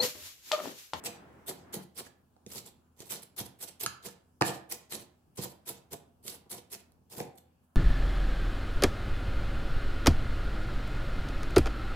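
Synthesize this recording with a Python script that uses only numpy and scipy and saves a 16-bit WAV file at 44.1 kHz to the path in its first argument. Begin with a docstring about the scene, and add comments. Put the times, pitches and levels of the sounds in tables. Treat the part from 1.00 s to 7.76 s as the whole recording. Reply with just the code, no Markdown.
"""Knife work on a cutting board

A chef's knife minces onion on a plastic board, then slices a firm vegetable, close to a two-port phone.
Each stroke bursts cells (random clicks) and grinds pieces on the board (noise through its modes).
The edge knocks the board's modes and cracks (band-passed noise); the steel clinks. A small kitchen rings
on over air noise, hum and an early dull rustle. Three shots are cut together."""
import sys
import numpy as np
from scipy import signal
from scipy.fft import rfft, irfft
from scipy.io import wavfile
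from scipy.ndimage import uniform_filter1d

SR = 44100
rng = np.random.default_rng(int(sys.argv[2]) if len(sys.argv) > 2 else 0)


def wrap_up_sound(samples):
    """Save the sound to the file named by the first command line argument, as 16-bit audio."""
    columns = np.atleast_2d(samples).T
    # keep every value between -1 and 1, then stretch to whole-number steps
    tamed = np.clip(columns, -1, 1)
    steps = np.round(tamed * 32767).astype(np.int16)
    wavfile.write(sys.argv[1], SR, steps)


N = 298071

# Source levels are relative: direct gain, port balance and the phone's filters follow them.
# Edge goes down through the pieces: (enters [s], rise [s], fall [s], crackle level [dB],
# finest crackle above it [dB], grind above it [dB])
CUTS = [(0.033, 0.03, 0.033, -42, 2.5, 4.5), (.46, 0.035, 0.028, -42, 5.5, 3.5),
        (0.723, 0.018, 0.053, -45.5, 4.5, 6.5), (.945, 0.054, 0.028, -47, 2, 0.5),
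        (1.469, 0.11, 0.032, -47.5, 2, -1), (1.962, 0.062, 0.013, -54.5, -2.5, 2),
        (2.091, .021, 0.1, -45.5, 5, -2.5), (2.361, 0.033, 0.045, -42.5, 4, 1.5),
        (2.586, 0.052, .022, -47, 4, -2), (2.794, 0.017, .025, -43.5, 4.5, -6),
        (2.815, 0.02, .025, -42.5, 4, 0.5), (3.022, 0.04, 0.034, -45, -0.5, 1),
        (3.408, 0.0049, 0.014, -35.5, -8.5, -22), (3.433, 0.034, 0.078, -39.5, 0.5, 5.5),
        (3.689, 0.036, 0.037, -43.5, 4.5, -2), (3.893, 0.04, 0.067, -45.5, 2.5, 0.5),
        (4.368, 0.0099, 0.054, -45.5, -0.5, 5), (4.404, 0.034, 0.049, -46, 3.5, 2.5),
        (4.653, 0.038, 0.041, -45.5, 4.5, 2), (4.904, .029, 0.018, -46, 2.5, 5),
        (5.226, 0.058, 0.097, -49.5, 3.5, -3), (5.493, .025, 0.067, -47.5, 6, 2.5),
        (5.698, .047, 0.019, -46.5, 1, -1), (6.094, 0.032, 0.072, -55.5, 2.5, 7.5),
        (6.15, 0.025, 0.12, -55, 6, 11)]
# Blade pulls free, pieces slide along it: (middle [s], half length [s], crackle level [dB],
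# finest crackle above it [dB])
LIFTS = [(0.142, 0.052, -64.5, -3), (0.59, 0.11, -71.5, -18), (0.829, 0.024, -65, 2),
         (1.061, 0.032, -58, -5), (1.672, 0.036, -57, 1), (2.087, 0.09, -61.5, 3.5),
         (2.164, 0.045, -74, -12), (2.233, 0.012, -57.5, 5), (2.461, 0.016, -55, 1.5),
         (2.686, 0.022, -52, -2), (3.112, 0.043, -65.5, -1), (3.552, 0.038, -57.5, 0),
         (3.806, 0.1, -68, -10), (4.011, 0.044, -61, 3), (4.362, 0.011, -72.5, 9.5),
         (4.507, 0.032, -64, 4.5), (4.765, 0.059, -64.5, -10), (4.962, .03, -69, -8),
         (5.349, 0.024, -63, 13), (5.582, 0.029, -58.5, 0.5), (5.805, 0.023, -66, -4),
         (6.357, 0.0068, -78, 13), (6.382, 0.016, -64.5, 3), (6.644, .03, -93.5, 11)]
# Spectrum of the coarse crackle: (frequency [Hz], relative density [dB per Hz])
COARSE_COLOUR = [(500, -13.5), (1200, -11), (1900, -8.5), (2700, -6.5), (4500, -3), (6800, -5), (7800, -2),
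                 (8600, -10.5), (9500, -41.5)]
# Spectrum of the finest crackle: (frequency [Hz], relative density [dB per Hz])
FINE_COLOUR = [(7000, -14.5), (8400, 0), (11000, 5.5), (14500, -0.5), (15400, 1), (16000, -35)]
# Edge meets board, before the strike delay: (time [s], board peak [dB], hardness [0-1],
# crack peak [dB], crack centre [Hz])
KNOCKS = [(0.037, -43, 0.78, -35.5, 7700), (0.088, -41, 0.54, -59.5, 3290), (0.484, -41, 0.5, -54, 9410),
          (0.491, -34.5, 0.45, -37, 7580), (0.51, -37.5, 0.75, -48, 3280), (0.761, -33.5, 0.18, -54, 3280),
          (0.782, -46, 0.34, -62, 3000), (0.811, -57, 0.5, -60, 3000), (0.974, -67, 0.7, -48, 12900),
          (1.002, -35, 1, -48, 11400), (1.363, -55, 0.67, -66, 4000), (1.462, -41.5, 0.36, -36.5, 4630),
          (1.533, -55, 0.9, -32, 13800), (1.556, -44, 0.3, -34, 11200), (2.002, -38.5, 0.31, -34.5, 4960),
          (2.103, -68, 0.5, -50, 8000), (2.22, -66, 0.7, -37, 10000), (2.403, -34, 0.14, -43, 11900),
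          (2.807, -55, 0.64, -40, 11800), (2.829, -44, 0.5, -54.5, 11000), (2.8601, -44, 0, -16.5, 4760),
          (3.058, -45, 0.59, -47, 7940), (3.061, -40, 0.1, -42.5, 7800), (3.4095, -13, 0.77, -29.5, 2590),
          (3.419, -15.5, 0.88, -17, 2460), (3.72, -40.5, 0.58, -24, 7670), (3.947, -37, 0.45, -48, 12900),
          (4.002, -52, 0.25, -48.5, 10320), (4.374, -52, 0.35, -40, 5000),
          (4.383, -30.5, 0.21, -36.5, 4200), (4.454, -35.5, 0.56, -47, 3710),
          (4.696, -41.5, 0.64, -32, 10700), (4.921, -42.5, 0.25, -55.5, 11400),
          (4.938, -41.5, 0.14, -41.5, 2730), (5.25, -41.5, 0.36, -53.5, 3940),
          (5.278, -49.5, 0.5, -28.5, 4500), (5.461, -49, 0.57, -74, 7460), (5.918, -78, 0.1, -58, 7550),
          (6.172, -35.5, 0.25, -54, 9380), (6.2003, -26.5, 0.49, -31, 3080), (6.219, -36, 0.43, -54, 2870),
          (6.352, -70, 0.85, -67, 9900), (6.38, -53, 0.47, -68, 5860)]
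# Vibration modes of the board: (frequency [Hz], relative level [dB], 60 dB decay time [s])
BOARD_MODES = [(133, -9, 0.083), (187.6, -7, 0.11), (272.6, -4.5, 0.04), (345.4, -1, 0.048),
               (478, 1.5, 0.036), (553, -1, 0.026), (687.4, -4, 0.052), (781, -0.5, 0.033),
               (1020, 2.5, 0.014), (1200, -5.5, 0.035), (1454, 1, 0.012), (1670, -15, 0.017),
               (1830, 0, 0.017), (2480, -31.5, 0.02), (3100, 8, 0.011)]
# The steel itself is set ringing, before the strike delay: (time [s], peak level [dB])
CLINKS = [(1.063, -45), (2.86, -20), (3.0843, -34.5)]
# Vibration modes of the blade: (frequency [Hz], relative level [dB], 60 dB decay time [s])
BLADE_MODES = [(1319, -8, .02), (1560, -7, .012), (1696, -4, .028), (1770, -6, .02), (1850, -8, .015),
               (2800, -6, .004), (4300, -4, .003), (5900, -4, .003), (8000, -6, .006), (10400, -5, .008)]
# Shots cut together: (ends [s], left lags right [samples], left minus right [dB])
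SHOTS = [(.88, 5, -1.5), (5.95, -4, -3), (6.8, 6, -1)]
# Reverberation time of the kitchen: (frequency [Hz], 60 dB decay time [s])
ROOM_T60 = [(100, 0.36), (500, 0.51), (2000, 0.44), (6000, 0.27), (15000, 0.2)]
# Likeness of diffuse sound at both ports: (frequency [Hz], correlation [0-1])
LIKENESS = [(60, 0.47), (250, 0.93), (600, 0.17), (1500, 0.078), (16000, 0.033)]
# Spectrum of air and microphone hiss: (frequency [Hz], relative density [dB per Hz])
AIR_COLOUR = [(15, -47.5), (25, 1.5), (59, -3), (175, -7), (575, -21), (863, -20.5), (1740, -30),
              (1890, -38.5), (2840, -35), (3920, -42.5), (4370, -39.5), (11300, -38), (16000, -41)]
# Air and hiss in each shot: (level [dB rms])
AIR_DB = [-61.5, -65.5, -66.5]
# Appliance motor tones before their waver: (frequency [Hz], level [dB rms])
HUM = [(82, -69.5), (246, -77.5)]
# Dull rustle, gone within the first second: (time [s], level [dB])
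RUSTLE = [(0, -53), (.2, -55), (.45, -59.5), (.6, -62.5), (.8, -51.5), (.82, -57), (.87, -92), (.95, -100),
          (6.8, -100)]
# Spectrum of the rustle: (frequency [Hz], relative density [dB per Hz])
RUSTLE_COLOUR = [(59, -49.5), (100, -16.5), (139, -6.5), (336, -4), (522, -10.5), (615, -8.5),
                 (1730, -15.5), (5000, -40.5), (6500, -50.5), (11000, -120)]

ENTRY_DB, ENTRY_POWER = -27.5, 1.48  # change at the edge's entry, curve of the rise
FALL_DB, FALL_POWER = -26, 1.56  # change after one fall time, curve of the fall
FINE_EARLY_DB, FINE_LATE_DB = 3.5, -11.5  # a cut starts bright and ends dull
GRIND_EARLY_DB, GRIND_LATE_DB = 7, 9  # the grind starts fuller and lasts longer
GRIND_LAG_S = 0.0025  # and peaks later
LIFT_END_DB, LIFT_GRIND_DB = -28.5, 2  # change at a lift's half length, grind above crackle
STRIKE_DELAY_S = .002  # knocks and clinks start this long after their listed times
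DIRECT_DB, ROOM_DB = 2.0, -4.5  # gains of the direct sound and of the diffuse tail
LOW_HZ, TOP_HZ = 90., 16300  # limits of the phone's passband
RING, FRAME = SR // 5, 256  # length of struck responses, short-time transform frame [samples]


def strokes(lag):
    """Fracture and friction: sheared cells crackle while crushed pieces grind on the board."""
    coarse_gain, fine_gain, grind_gain = effort()
    coarse = along_blade(5000., 1.9, lag, 8.7)
    fine = along_blade(9000., 1.4, lag, 1.5)
    crackle = patchy(colour(coarse, COARSE_COLOUR), 2.8, 0.015)
    finest = patchy(colour(fine + 2.7 * coarse, FINE_COLOUR), 4.2, 0.011)

    soft_push = np.hanning(int(0.0011 * SR))  # soft pieces push slowly
    body = np.convolve(ring(BOARD_MODES, np.zeros(len(BOARD_MODES))), soft_push)
    body = body / np.linalg.norm(body)
    rub = colour(rng.standard_normal((2, N)), [(200, -35), (600, -2.5), (2000, -2.5)])
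    push = unit(bursts(2000., 1.0)) + undb(-4.0) * rub
    grind = signal.fftconvolve(grind_gain * undb(-6.5) * push, body[None], axes=1)[:, :N]
    return coarse_gain * crackle + fine_gain * finest + grind


def effort():
    """Amplitude envelopes of crackle, finest crackle and grind: cuts rise and fall, lifts swell."""
    t, gains = np.arange(N) / SR, np.zeros((3, N))
    for s, rise, fall, db, fine_db, grind_db in CUTS:
        near = slice(int(s * SR), int((s + rise + 4 * fall) * SR))
        late = t[near] - s - rise - np.array([[0], [0], [GRIND_LAG_S]])
        ahead = np.clip(-late / rise, 0, None)  # rise times before the peak
        past = np.clip(late / fall, 0, None)  # fall times after it
        shape_db = ENTRY_DB * ahead ** ENTRY_POWER + FALL_DB * past ** FALL_POWER
        shape_db[1] += fine_db + FINE_EARLY_DB * ahead[1] + FINE_LATE_DB * past[1]
        shape_db[2] += grind_db + GRIND_EARLY_DB * ahead[2] + GRIND_LATE_DB * past[2]
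        fade_in = np.clip((t[near] - s) / .003, 0, 1)
        gains[:, near] += undb(db + shape_db) * fade_in
    for s, half, db, fine_db in LIFTS:
        near = slice(int((s - 2 * half) * SR), int((s + 2 * half) * SR))
        layer_db = db + np.array([[0], [fine_db], [LIFT_GRIND_DB]])
        swell_db = LIFT_END_DB * ((t[near] - s) / half) ** 2
        gains[:, near] += undb(layer_db + swell_db)
    return gains


def along_blade(per_s, scatter_db, lag, own_db):
    """Extended source: some bursts reach both ports with a lag, others differ from port to port."""
    shared = bursts(per_s, scatter_db)
    own = np.array([bursts(per_s, scatter_db), bursts(per_s, scatter_db)])
    return unit(ports(shared, lag) + undb(own_db) * own)


def bursts(per_s, scatter_db):
    """Shot noise: random clicks of bursting cells, louder in bunches as the edge meets layer after layer."""
    hit = rng.random(N) < per_s / SR
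    layers = unit(uniform_filter1d(rng.standard_normal(N), int(0.0065 * SR)))
    cell_size = np.minimum(rng.exponential(size=N), 4.)
    size_db = scatter_db * (cell_size + 1.6 * np.clip(layers, -3, 2.2))
    return hit * rng.standard_normal(N) * undb(size_db)


def patchy(x, spread_db, hold_s):
    """Time-varying filtering: the level of each band wanders from moment to moment; rms 1."""
    hz, t, z = signal.stft(x, SR, nperseg=FRAME)
    drift = uniform_filter1d(rng.standard_normal(z.shape[1:]), size=7, axis=0)
    hold_frames = max(int(hold_s * SR * 2 / FRAME), 1)
    drift = unit(uniform_filter1d(drift, hold_frames, axis=1))
    return unit(signal.istft(z * undb(spread_db * drift), SR, nperseg=FRAME)[1][:, :N])


def knocks(lag):
    """Impact excitation: a push, shorter when harder, rings the board's modes, and the edge cracks."""
    board_out, crack_out = np.zeros((2, N + SR)), np.zeros(N + SR)
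    shape = (len(KNOCKS), len(BOARD_MODES))
    spot_db = 2.5 * rng.standard_normal(shape)  # every spot excites the modes differently
    # a wide board sends its higher modes unequally to the two ports
    width = np.clip(np.transpose(BOARD_MODES)[0] / 870.0, 0, 1) ** 2
    lobes_db = 9.4 * rng.standard_normal(shape) * width
    t = np.arange(RING) / SR
    for (s, db, hard, crack_db, crack_hz), spot, lobe in zip(KNOCKS, spot_db, lobes_db):
        push_s = 0.006 * 0.061 ** np.clip(hard, 0, 1.2)
        push = np.hanning(int(push_s * SR) + 3)
        modes = [ring(BOARD_MODES, spot + lobe), ring(BOARD_MODES, spot - lobe)]
        board = signal.fftconvolve(modes, push[None], axes=1)[:, :RING]
        band = [crack_hz / 1.8, min(crack_hz * 1.8, .45 * SR)]
        edge = signal.butter(2, band, "band", fs=SR)
        crack = signal.lfilter(*edge, rng.standard_normal(RING) * np.exp(-t / .0013))
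        i = int((s + STRIKE_DELAY_S) * SR)
        board_out[:, i:i + RING] += undb(db) * board / np.abs(board).max()
        crack_out[i:i + RING] += undb(crack_db) * crack / np.abs(crack).max()
    return board_out[:, :N] + ports(crack_out[:N], lag)


def clinks():
    """Modal ringing of the blade, struck by a brief decaying rattle."""
    out, blade = np.zeros(N + SR), ring(BLADE_MODES, np.zeros(len(BLADE_MODES)))
    for s, db in CLINKS:
        rattle = rng.standard_normal(RING) * np.exp(-np.arange(RING) / (.0004 * SR))
        chatter = signal.fftconvolve(blade, rattle)[:RING]
        i = int((s + STRIKE_DELAY_S) * SR)
        out[i:i + RING] += undb(db) * chatter / np.abs(chatter).max()
    return out[:N]


def ring(modes, gains_db):
    """Modal superposition: decaying sines form an impulse response; neighbours swing in opposite sense."""
    hz, db, t60 = np.transpose(modes)[:, :, None]
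    t = np.arange(RING) / SR
    sign = (-1.) ** np.arange(len(modes))[:, None]
    amplitude = sign * undb(db + gains_db[:, None])
    decay = 1000. ** (-t / t60)
    return np.sum(amplitude * np.sin(2 * np.pi * hz * t) * decay, axis=0)


def ports(x, lag):
    """Arrival-time difference: the left port hears x a few samples late or early."""
    return np.array([x[np.clip(np.arange(N) - lag, 0, N - 1)], x])


def room(x):
    """Reverberation: the kitchen's diffuse tail at both ports, dying at its own rate in each band."""
    n = int(.7 * SR)
    hz, t, z = signal.stft(diffuse(n), SR, nperseg=FRAME)
    decay = 1000. ** (-t / on_log(ROOM_T60, FRAME)[:, None])
    tail = signal.istft(z * decay, SR, nperseg=FRAME)[1][:, :n]
    tail = tail * np.clip(np.arange(n) / (0.00067 * SR), 0, 1)  # short onset
    tail = tail / np.linalg.norm(tail[0])
    return undb(ROOM_DB) * signal.fftconvolve(x[None], tail, axes=1)[:, :N]


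def kitchen(shot):
    """Stationary noise and tones: wavering air and microphone hiss, wavering motor hum, and the rustle."""
    t = np.arange(N) / SR
    air = undb(AIR_DB)[shot] * patchy(colour(diffuse(N), AIR_COLOUR), 1.9, 0.21)
    waver = 1 + .25 * unit(uniform_filter1d(rng.standard_normal(N), SR // 12))
    hum = waver * sum(np.sqrt(2) * undb(db) * np.sin(2 * np.pi * hz * t) for hz, db in HUM)
    rustle_gain = undb(np.interp(t, *np.transpose(RUSTLE)))
    rustle = rustle_gain * colour(diffuse(N), RUSTLE_COLOUR)
    return air + hum + rustle


def diffuse(n):
    """Diffuse-field correlation: noise at two ports, more alike in the bass than in the treble."""
    c = np.clip(on_log(LIKENESS, n), 0, 1)
    mid, side = rfft(rng.standard_normal((2, n))) * np.sqrt([1 + c, 1 - c])
    return irfft([mid + side, mid - side], n) / 2


def colour(x, spectrum):
    """Linear filtering: shape x by (frequency [Hz], level [dB]) points; rms 1."""
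    n = x.shape[-1]
    return unit(irfft(rfft(x) * undb(on_log(spectrum, n)), n))


def on_log(table, n):
    """Logarithmic frequency scale: read a (frequency [Hz], value) table at an n-point transform's bins."""
    hz, value = np.transpose(table)
    return np.interp(np.log(np.fft.rfftfreq(n, 1 / SR) + 1), np.log(hz), value)


def undb(db):
    """Level to amplitude ratio."""
    return 10 ** (np.asarray(db) / 20)


def unit(x):
    """Normalization to an rms amplitude of 1."""
    return x / np.sqrt(np.mean(x ** 2))


def scene():
    """Superposition: direct knife sound and reverberation, balanced between ports, over the background."""
    end_s, lag, pan_db = np.transpose(SHOTS)
    shot = np.searchsorted(end_s, np.arange(N) / SR)
    lag = lag[shot].astype(int)
    balance = undb(np.array([pan_db[shot], -pan_db[shot]]) / 2)
    knife = strokes(lag) + knocks(lag) + ports(clinks(), lag)
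    return balance * (undb(DIRECT_DB) * knife + room(knife[1])) + kitchen(shot)


def record(dry):
    """Band limitation: the phone thins the deep bass and cuts the top steeply."""
    thin = signal.sosfilt(signal.butter(2, LOW_HZ, "high", fs=SR, output="sos"), dry)
    return signal.sosfilt(signal.ellip(10, .2, 70, TOP_HZ, fs=SR, output="sos"), thin)


dry = scene()
out = record(dry)
wrap_up_sound(out)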